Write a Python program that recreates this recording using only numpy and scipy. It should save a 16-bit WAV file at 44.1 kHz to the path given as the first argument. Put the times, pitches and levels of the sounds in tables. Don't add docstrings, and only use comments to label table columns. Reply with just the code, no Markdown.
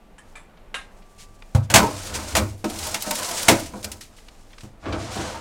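import sys
import numpy as np
from scipy import signal
from scipy.fft import rfft, irfft
from scipy.io import wavfile

SR = 44100
rng = np.random.default_rng(int(sys.argv[2]) if len(sys.argv) > 2 else 0)


def to_wav(sig):
    pcm = np.clip(np.atleast_2d(sig), -1, 1) * 32767
    pcm = np.round(pcm).astype(np.int16)
    wavfile.write(sys.argv[1], SR, pcm.T)


def ratio(d):
    e = np.asarray(d, float) / 20
    return 10 ** e


N = 238253

# (frequency [Hz], density [dB per Hz])
HUM_SPECTRUM = [(11, -20), (18, 10.5), (45, -1), (88, -23), (196, -10), (300, -16.5), (788, -17.5),
                (1110, -26), (2670, -30.5), (5280, -41), (7860, -42), (14700, -47), (16000, -58)]
HUM_DB, WHINE_HZ, WHINE_DB = -48, 1166, -69

# (time [s], ring [dB], shrill [dB], rattle t60 [s])
JAR_CLINKS = [
    (.182, -38, -43.5, 0.14),
    (.355, -34.5, -43, 0.24),
]
# (time [s], ring [dB], shrill [dB], rattle t60 [s])
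SHELF_JOLT = [
    (.743, -18, -31, 0.2),
]
# (frequency [Hz], level [dB], t60 [s])
FIRST_JAR_MODES = [(1700, -3, .07), (1800, 4, .1), (2300, -13, .05), (3080, -3, .09), (5300, -15, .04),
                   (8000, -9, .04)]
# (frequency [Hz], level [dB], t60 [s])
SECOND_JAR_MODES = [(1750, -7, .07), (2000, -6, .08), (2380, -1, .08), (2480, -4, .07), (3500, -4, .07),
                    (7500, -9, .05), (8000, -6, .06)]
# (frequency [Hz], level [dB], t60 [s])
SHELF_JAR_MODES = [(765, 2, 0.1), (1080, 2, 0.081), (1190, -15.5, 0.073), (1246, 7.5, 0.026),
                   (1290, -16, 0.055), (1600, 10.5, 0.073), (1560, -24, 0.13), (1830, 0, 0.075),
                   (2110, 4, 0.051), (2320, -20, 0.091), (2790, 6, 0.071), (2800, -13, 0.08),
                   (2990, 3, 0.026), (3560, -3.5, 0.11), (3770, -2, 0.043), (4100, -5, 0.14)]

# (start [s], hold [s], scrape [dB], cabinet rumble over scrape [dB])
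DRAG_STROKES = [(0.2, 0.77, -55.5, -1.5), (1.1, 0.31, -66, 10.5), (1.69, .1, -27.5, 5.5),
                (1.8, 0.6, -37.5, -6), (2.03, 0.23, -40.5, 4.5), (2.3, 0.13, -41.5, 14),
                (2.68, 0.2, -37, 1), (2.79, 0.094, -35.5, -12.5), (2.9, 0.15, -35.5, -20),
                (3.15, 0.41, -30, -17), (3.6, .35, -48, 5), (4.0, 0.87, -60.5, 4.5), (4.82, 0.025, -34, 1),
                (4.85, .17, -33, 3), (5.05, 0.28, -36.5, -7), (5.17, 0.18, -33, -2.5), (5.29, .12, -41, -1)]
# (start [s], hold [s], rustle [dB], sheen over rustle [dB])
RUSTLE_STROKES = [(0.2, 0.12, -70.5, 10), (.78, 0.038, -49, -20), (.9, 0.72, -67.5, 8.5),
                  (1.57, .06, -54, -16), (1.76, 0.56, -33.5, -2.5), (2.38, 0.12, -45.5, 4),
                  (2.66, 0.19, -41, 4.5), (2.79, 0.13, -32.5, 3.5), (2.98, 0.19, -36, 6),
                  (3.12, 0.36, -31.5, 3), (3.48, 0.11, -33, 2.5), (3.7, 0.27, -55.5, 10),
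                  (4.1, 0.58, -55, -3), (4.79, 0.056, -48, -20), (4.85, 0.3, -41, -22),
                  (4.97, 0.3, -33.5, -26), (5.11, 0.24, -32, -17)]
STROKE_ATTACK_S, STROKE_RELEASE_DB_PER_S, STILL_DB = 0.036, 151.5, -90

# (time [s], crack [dB], box [dB], tray [dB], cabinet [dB])
KNOCK_BLOWS = [(1.5482, -24.5, -14.5, -25.5, -4), (1.7, -15, -18.5, -50, -24), (1.7393, 1, -4, -10, -8),
               (1.758, -3, -6, -33, -33), (1.7845, -29, -7, -16, -19), (1.828, -27, -27, -14, -16),
               (2.145, -26.5, -29, -47, -29), (2.3509, -10, -8.5, -25.5, -48),
               (2.3652, -12, -23, -22, -23.5), (2.3926, -61, -20, -30, -39),
               (2.642, -24, -15.5, -14.5, -32), (2.942, -16, -52, -32, -48),
               (3.064, -26.5, -21.5, -29, -34.5), (3.1078, -19.5, -18, -26, -53),
               (3.4827, 0, -2.5, -5.5, -18.5), (3.514, -28, -14, -15.5, -20),
               (3.7362, -47, -23.5, -28.5, -31), (3.8436, -35, -28.5, -31.5, -56),
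               (4.6322, -42, -41, -38.5, -28), (4.8563, -61, -22.5, -24, -38), (4.9268, -45, -18, -23, -32),
               (5.1569, -31, -22.5, -22, -51), (5.184, -53, -37, -23, -23.5)]
KNOCK_T60_S = 0.12
# (frequency [Hz], density [dB per Hz])
CRACK_SPECTRUM = [(240, -37.5), (400, -23.5), (921, -3), (1230, -11), (1870, -5), (2120, -5), (4800, -10),
                  (7630, -9), (16000, -25.5)]
# (frequency [Hz], level [dB], t60 [s])
BOX_MODES = [(516, -4.5, 0.04), (560, -10, 0.084), (607.4, -6.5, 0.061), (678, -3.5, 0.051),
             (766, -1, 0.03), (802, -0.5, 0.031), (915, -8, 0.073), (950, -12.5, 0.065), (972, -6.5, 0.054),
             (1116, -5.5, 0.032), (1245, -14.5, 0.054), (1297, -13, 0.096), (1462, -6.5, 0.027),
             (1532, -13, 0.059), (1549, -13, 0.046), (1670, -18, 0.029), (2320, -17.5, 0.024)]
# (frequency [Hz], level [dB], t60 [s])
TRAY_MODES = [(172, -3, 0.07), (208.4, -1.5, 0.2), (247.3, -7.5, 0.23), (287.5, -0.5, 0.12),
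              (336, -4.5, 0.16), (379, -11, 0.19), (430.7, -4, 0.1)]
# (frequency [Hz], level [dB], t60 [s])
CABINET_MODES = [(63.5, -31, 0.16), (79, -19.5, 0.45), (100.7, -3.5, 0.26), (129, 0, 0.18),
                 (211.4, -5.5, 0.2)]

# (frequency [Hz], density [dB per Hz])
FILM_SPECTRUM = [(900, -25), (1500, -3), (3000, -1), (5000, 0), (7000, 0), (9000, -3), (12000, -13),
                 (16000, -21)]
PRICKS_PER_S, PRICK_OVER_SHEEN_DB = 160, 10
# (time [s], level [dB], centre [Hz])
LID_CLICKS = [
    (0.572, -37, 1920),
    (1.0198, -43, 2720),
    (1.422, -20, 1940),
    (4.1833, -29, 1940),
    (4.284, -25.5, 2770),
    (4.504, -41, 2420),
    (4.53, -31, 2590),
    (4.5817, -25, 3430),
    (4.6068, -26, 4150),
    (5.22, -28, 4170),
]
# (time [s], level [dB], centre [Hz])
BAG_SNAPS = [(2.5756, -46, 7290), (2.6978, -20, 6100), (2.7292, -43, 8200), (2.7561, -25, 5900),
             (2.7871, -19, 6500), (2.8265, -20, 4930), (2.8674, -17, 8050), (2.944, -4, 4430),
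             (3.022, -14.5, 8400), (3.1096, -7, 8050), (3.1542, -10, 6030), (3.1864, -19.5, 6640),
             (3.2296, -13, 5730), (3.244, -18, 5440), (3.2879, -24, 8350), (3.311, -17, 5760),
             (3.4291, -10, 8150), (3.5956, -21, 7100), (3.6576, -28.5, 5460), (3.6794, -47, 6020),
             (3.8277, -27.5, 5950), (3.8433, -12, 6390), (3.916, -20.5, 6700), (4.0085, -26.5, 5600),
             (4.0335, -46, 6300), (4.1639, -45.5, 5800)]
# (time [s], level [dB], centre [Hz])
BOX_SCUFFS = [
    (4.855, -23.5, 1870),
    (4.924, -17.5, 2430),
]
SNAP_T60_S, CLICK_T60_S, SCUFF_T60_S = 0.12, 0.037, 0.28
SHORTENS_PER_DB = 0.0748
# (time [s], level [dB], length [s])
SWISHES = [
    (1.176, -47, 0.1),
    (1.623, -53.5, 0.052),
    (2.135, -30.5, 0.056),
    (3.365, -31, 0.062),
    (4.581, -58, 0.1),
    (5.103, -42, 0.076),
]
# (time [s], peak [dB])
EDGE_TICKS = [
    (2.9455, -10),
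    (3.0236, -4),
    (3.1096, -6),
    (3.1545, -18),
    (3.8432, -12),
    (3.9165, -20),
    (4.2845, -37),
]

# (frequency [Hz], t60 [s])
KITCHEN_DECAY = [(100, 0.79), (600, 0.31), (2500, 0.3), (8000, 0.11), (16000, 0.25)]
KITCHEN_DB = -13.5


def rms_one(x):
    return x / np.sqrt(np.mean(x ** 2) + 1e-20)


def at_hz(points, hz):
    table_hz, value = np.transpose(points)
    return np.interp(np.log(hz + 1), np.log(table_hz), value)


def colour(x, spectrum):
    log_level = at_hz(spectrum, np.arange(2049) * SR / 4096) * np.log(10) / 20
    cepstrum = irfft(log_level)
    cepstrum[1:2048] *= 2
    cepstrum[2049:] = 0
    pulse = irfft(np.exp(rfft(cepstrum)))
    return signal.oaconvolve(x, pulse / np.linalg.norm(pulse))[:N]


def band(x, low_hz, high_hz):
    edges_hz = [low_hz, min(high_hz, 0.45 * SR)]
    return signal.sosfilt(signal.butter(2, edges_hz, "band", fs=SR, output="sos"), x)


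def drift(rate_hz):
    knots = rng.standard_normal(2000)
    return np.interp(np.arange(N) / SR * rate_hz, np.arange(len(knots)), knots)


def grains(count, spread_db):
    sizes = ratio(spread_db * np.minimum(rng.exponential(1, count), 5))
    return rms_one(sizes * rng.standard_normal(count))


def rattle(time_s, db, t60_s, rise_s=0.0012):
    out = np.zeros(N)
    for start_s, level_db, decay_s in zip(time_s, db, np.clip(t60_s, 0.004, 0.5)):
        first = round(start_s * SR)
        t = np.arange(N - first)[:SR // 2] / SR
        out[first:first + len(t)] += ratio(level_db - 60 * t / decay_s) * (1 - np.exp(-t / rise_s))
    return out


def first_touch(time_s, db):
    out = np.zeros(N)
    out[np.round(np.asarray(time_s) * SR).astype(int) + 8] = ratio(db)
    return out


def body(drive, modes, spread_db, flip=-1):
    out = np.zeros(N)
    for k, (hz, db, t60_s) in enumerate(modes):
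        r = ratio(-60 / (np.clip(t60_s, 0.02, 0.3) * SR))
        w = 2 * np.pi * hz / SR
        push = drive * ratio(db + spread_db * drift(17)) * flip ** k + 1e-18
        out += signal.lfilter([0, np.sin(w)], [1, -2 * r * np.cos(w), r * r], push)
    return out


def strokes(rows):
    start_s, hold_s, db, second_db = np.transpose(rows)[:, :, None]
    t = np.arange(0, N, 64) / SR
    swell = np.clip((t - start_s) / STROKE_ATTACK_S, 0, 1)
    shape = swell * ratio(-STROKE_RELEASE_DB_PER_S * np.maximum(t - start_s - hold_s, 0))
    levels_db = []
    for peak_db in (db, db + second_db):
        power = np.sum((shape * ratio(peak_db)) ** 2, axis=0) + ratio(STILL_DB) ** 2
        levels_db.append(np.interp(np.arange(N) / SR, t, 10 * np.log10(power)))
    return levels_db


def compressor():
    hum = ratio(HUM_DB + drift(3)) * colour(rng.standard_normal(N), HUM_SPECTRUM)
    whine = np.sin(2 * np.pi * WHINE_HZ * np.arange(N) / SR)
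    return hum + ratio(WHINE_DB + 3.0 * drift(2.4)) * whine


def clinks(events, modes, ring_share_db):
    time_s, ring_db, shrill_db, t60_s = np.transpose(events)
    touch = grains(N, 2.55)
    drive = rattle(time_s, ring_db, t60_s) * touch + first_touch(time_s, ring_db + 21.0)
    ring = body(ratio(ring_share_db) * drive, modes, spread_db=-2.0)
    tick = band(drive, 670, 2670)
    shrill = rattle(time_s, shrill_db + 1.0, t60_s) * touch
    shrill = band(band(shrill, 6800, 10000), 6300, 10800)
    return ring + tick + shrill


def jars():
    first = clinks(JAR_CLINKS[:1], FIRST_JAR_MODES, ring_share_db=-35)
    second = clinks(JAR_CLINKS[1:], SECOND_JAR_MODES, ring_share_db=-35)
    return first + second + clinks(SHELF_JOLT, SHELF_JAR_MODES, ring_share_db=-44)


def runners(scrape_db, judder):
    return band(ratio(scrape_db + 5) * judder * grains(N, 5.3), 150, 1500)


def boxes(scrape_db, judder):
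    time_s, _, box_db, _, _ = np.transpose(KNOCK_BLOWS)
    t60_s = np.full(len(time_s), KNOCK_T60_S)
    drive = rattle(time_s, box_db - 34, 1.62 * t60_s) + ratio(scrape_db - 29.5) * judder
    drive = drive * grains(N, 2.13) + first_touch(time_s, box_db - 8.5)
    return body(drive, BOX_MODES, spread_db=4.0)


def shelf_tray(rumble_db, judder):
    time_s, _, _, tray_db, _ = np.transpose(KNOCK_BLOWS)
    t60_s = np.full(len(time_s), KNOCK_T60_S)
    drive = rattle(time_s, tray_db - 33, 1.17 * t60_s) + ratio(rumble_db - 37.5) * judder
    push = rattle(time_s, tray_db - 33.5, 0.15 * t60_s)
    return body(drive * grains(N, 3.1) + push, TRAY_MODES, spread_db=2.0)


def cabinet(rumble_db):
    time_s, _, _, _, cabinet_db = np.transpose(KNOCK_BLOWS)
    t60_s = np.full(len(time_s), KNOCK_T60_S)
    push = rattle(time_s, cabinet_db - 27.0, 0.075 * t60_s, rise_s=0.00054)
    shake = ratio(rumble_db - 15.5) * band(rng.standard_normal(N), 46.4, 83.5)
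    panels = body(shake - push, CABINET_MODES, spread_db=2.0, flip=0.74)
    return band(band(panels, 55, 900), 50, 900)


def bag_rustle(film, rustle_db, sheen_db):
    clumps = ratio(2.4 * drift(45) + 1.8 * drift(160))
    dull = signal.lfilter(*signal.butter(1, 5500, fs=SR), film)
    rustle = ratio(rustle_db - 6.0) * dull * clumps ** 0.45
    sheen = ratio(sheen_db - 3.0) * clumps * (film - dull)
    pricks = (rng.random(N) < PRICKS_PER_S / SR) * rng.standard_normal(N)
    return rustle + sheen + band(ratio(sheen_db + PRICK_OVER_SHEEN_DB) * pricks, 3800, 15000)


def snaps(events, usual_t60_s):
    out = np.zeros(N)
    touch = grains(N, 2.0)
    for time_s, db, hz in events:
        t60_s = usual_t60_s * np.exp(-SHORTENS_PER_DB * (db + 27.5))
        first = round(time_s * SR)
        at = slice(first, first + SR // 4)
        snap = rattle([time_s], [db - 3.5], [t60_s], rise_s=0.0014) * touch
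        snap = (snap + first_touch([time_s], [db - 1.5]))[at]
        out[at] += band(band(snap, 0.3 * hz, 1.58 * hz), 300, 3.44 * hz)
    return out


def swishes(film):
    out = np.zeros(N)
    t = np.arange(N) / SR
    for time_s, db, length_s in SWISHES:
        progress = np.clip((t - time_s) / length_s, 0, 1)
        out += ratio(db) * np.sin(np.pi * progress ** 0.65) ** 2 * film
    return out


def knock_cracks():
    time_s, crack_db, _, _, _ = np.transpose(KNOCK_BLOWS)
    envelope = rattle(time_s, crack_db - 4.5, np.full(len(time_s), KNOCK_T60_S))
    return colour(envelope * grains(N, 3.2), CRACK_SPECTRUM)


def edge_ticks():
    return band(first_touch(*np.transpose(EDGE_TICKS)), 1500, 15000)


def kitchen(x):
    t, white = np.arange(SR // 2) / SR, rng.standard_normal(SR // 2)
    tail = np.zeros(len(t))
    for hz in 62.5 * 2 ** np.arange(9):
        octave = band(white, hz / np.sqrt(2), hz * np.sqrt(2))
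        tail += octave * ratio(-60 * t / at_hz(KITCHEN_DECAY, hz))
    tail = band(tail * (t > 0.005), 120, 19000)
    return signal.oaconvolve(x, tail / np.linalg.norm(tail))[:N]


def scene():
    hum = compressor()
    scrape_db, rumble_db = strokes(DRAG_STROKES)
    judder = ratio(2.1 * drift(30))
    film = colour(grains(N, 0.78), FILM_SPECTRUM)
    near = jars() + runners(scrape_db, judder) + boxes(scrape_db, judder)
    near += shelf_tray(rumble_db, judder) + cabinet(rumble_db)
    near += bag_rustle(film, *strokes(RUSTLE_STROKES))
    near += snaps(LID_CLICKS, CLICK_T60_S) + snaps(BAG_SNAPS, SNAP_T60_S) + snaps(BOX_SCUFFS, SCUFF_T60_S)
    near += swishes(film) + knock_cracks() + edge_ticks()
    return (near + ratio(KITCHEN_DB) * kitchen(near) + hum)[None]


def band_limit(x):
    return signal.sosfilt(signal.butter(12, 16330, fs=SR, output="sos"), x)


def record(dry):
    return band_limit(np.clip(dry, -1, 1))


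dry = scene()
out = record(dry)
to_wav(out)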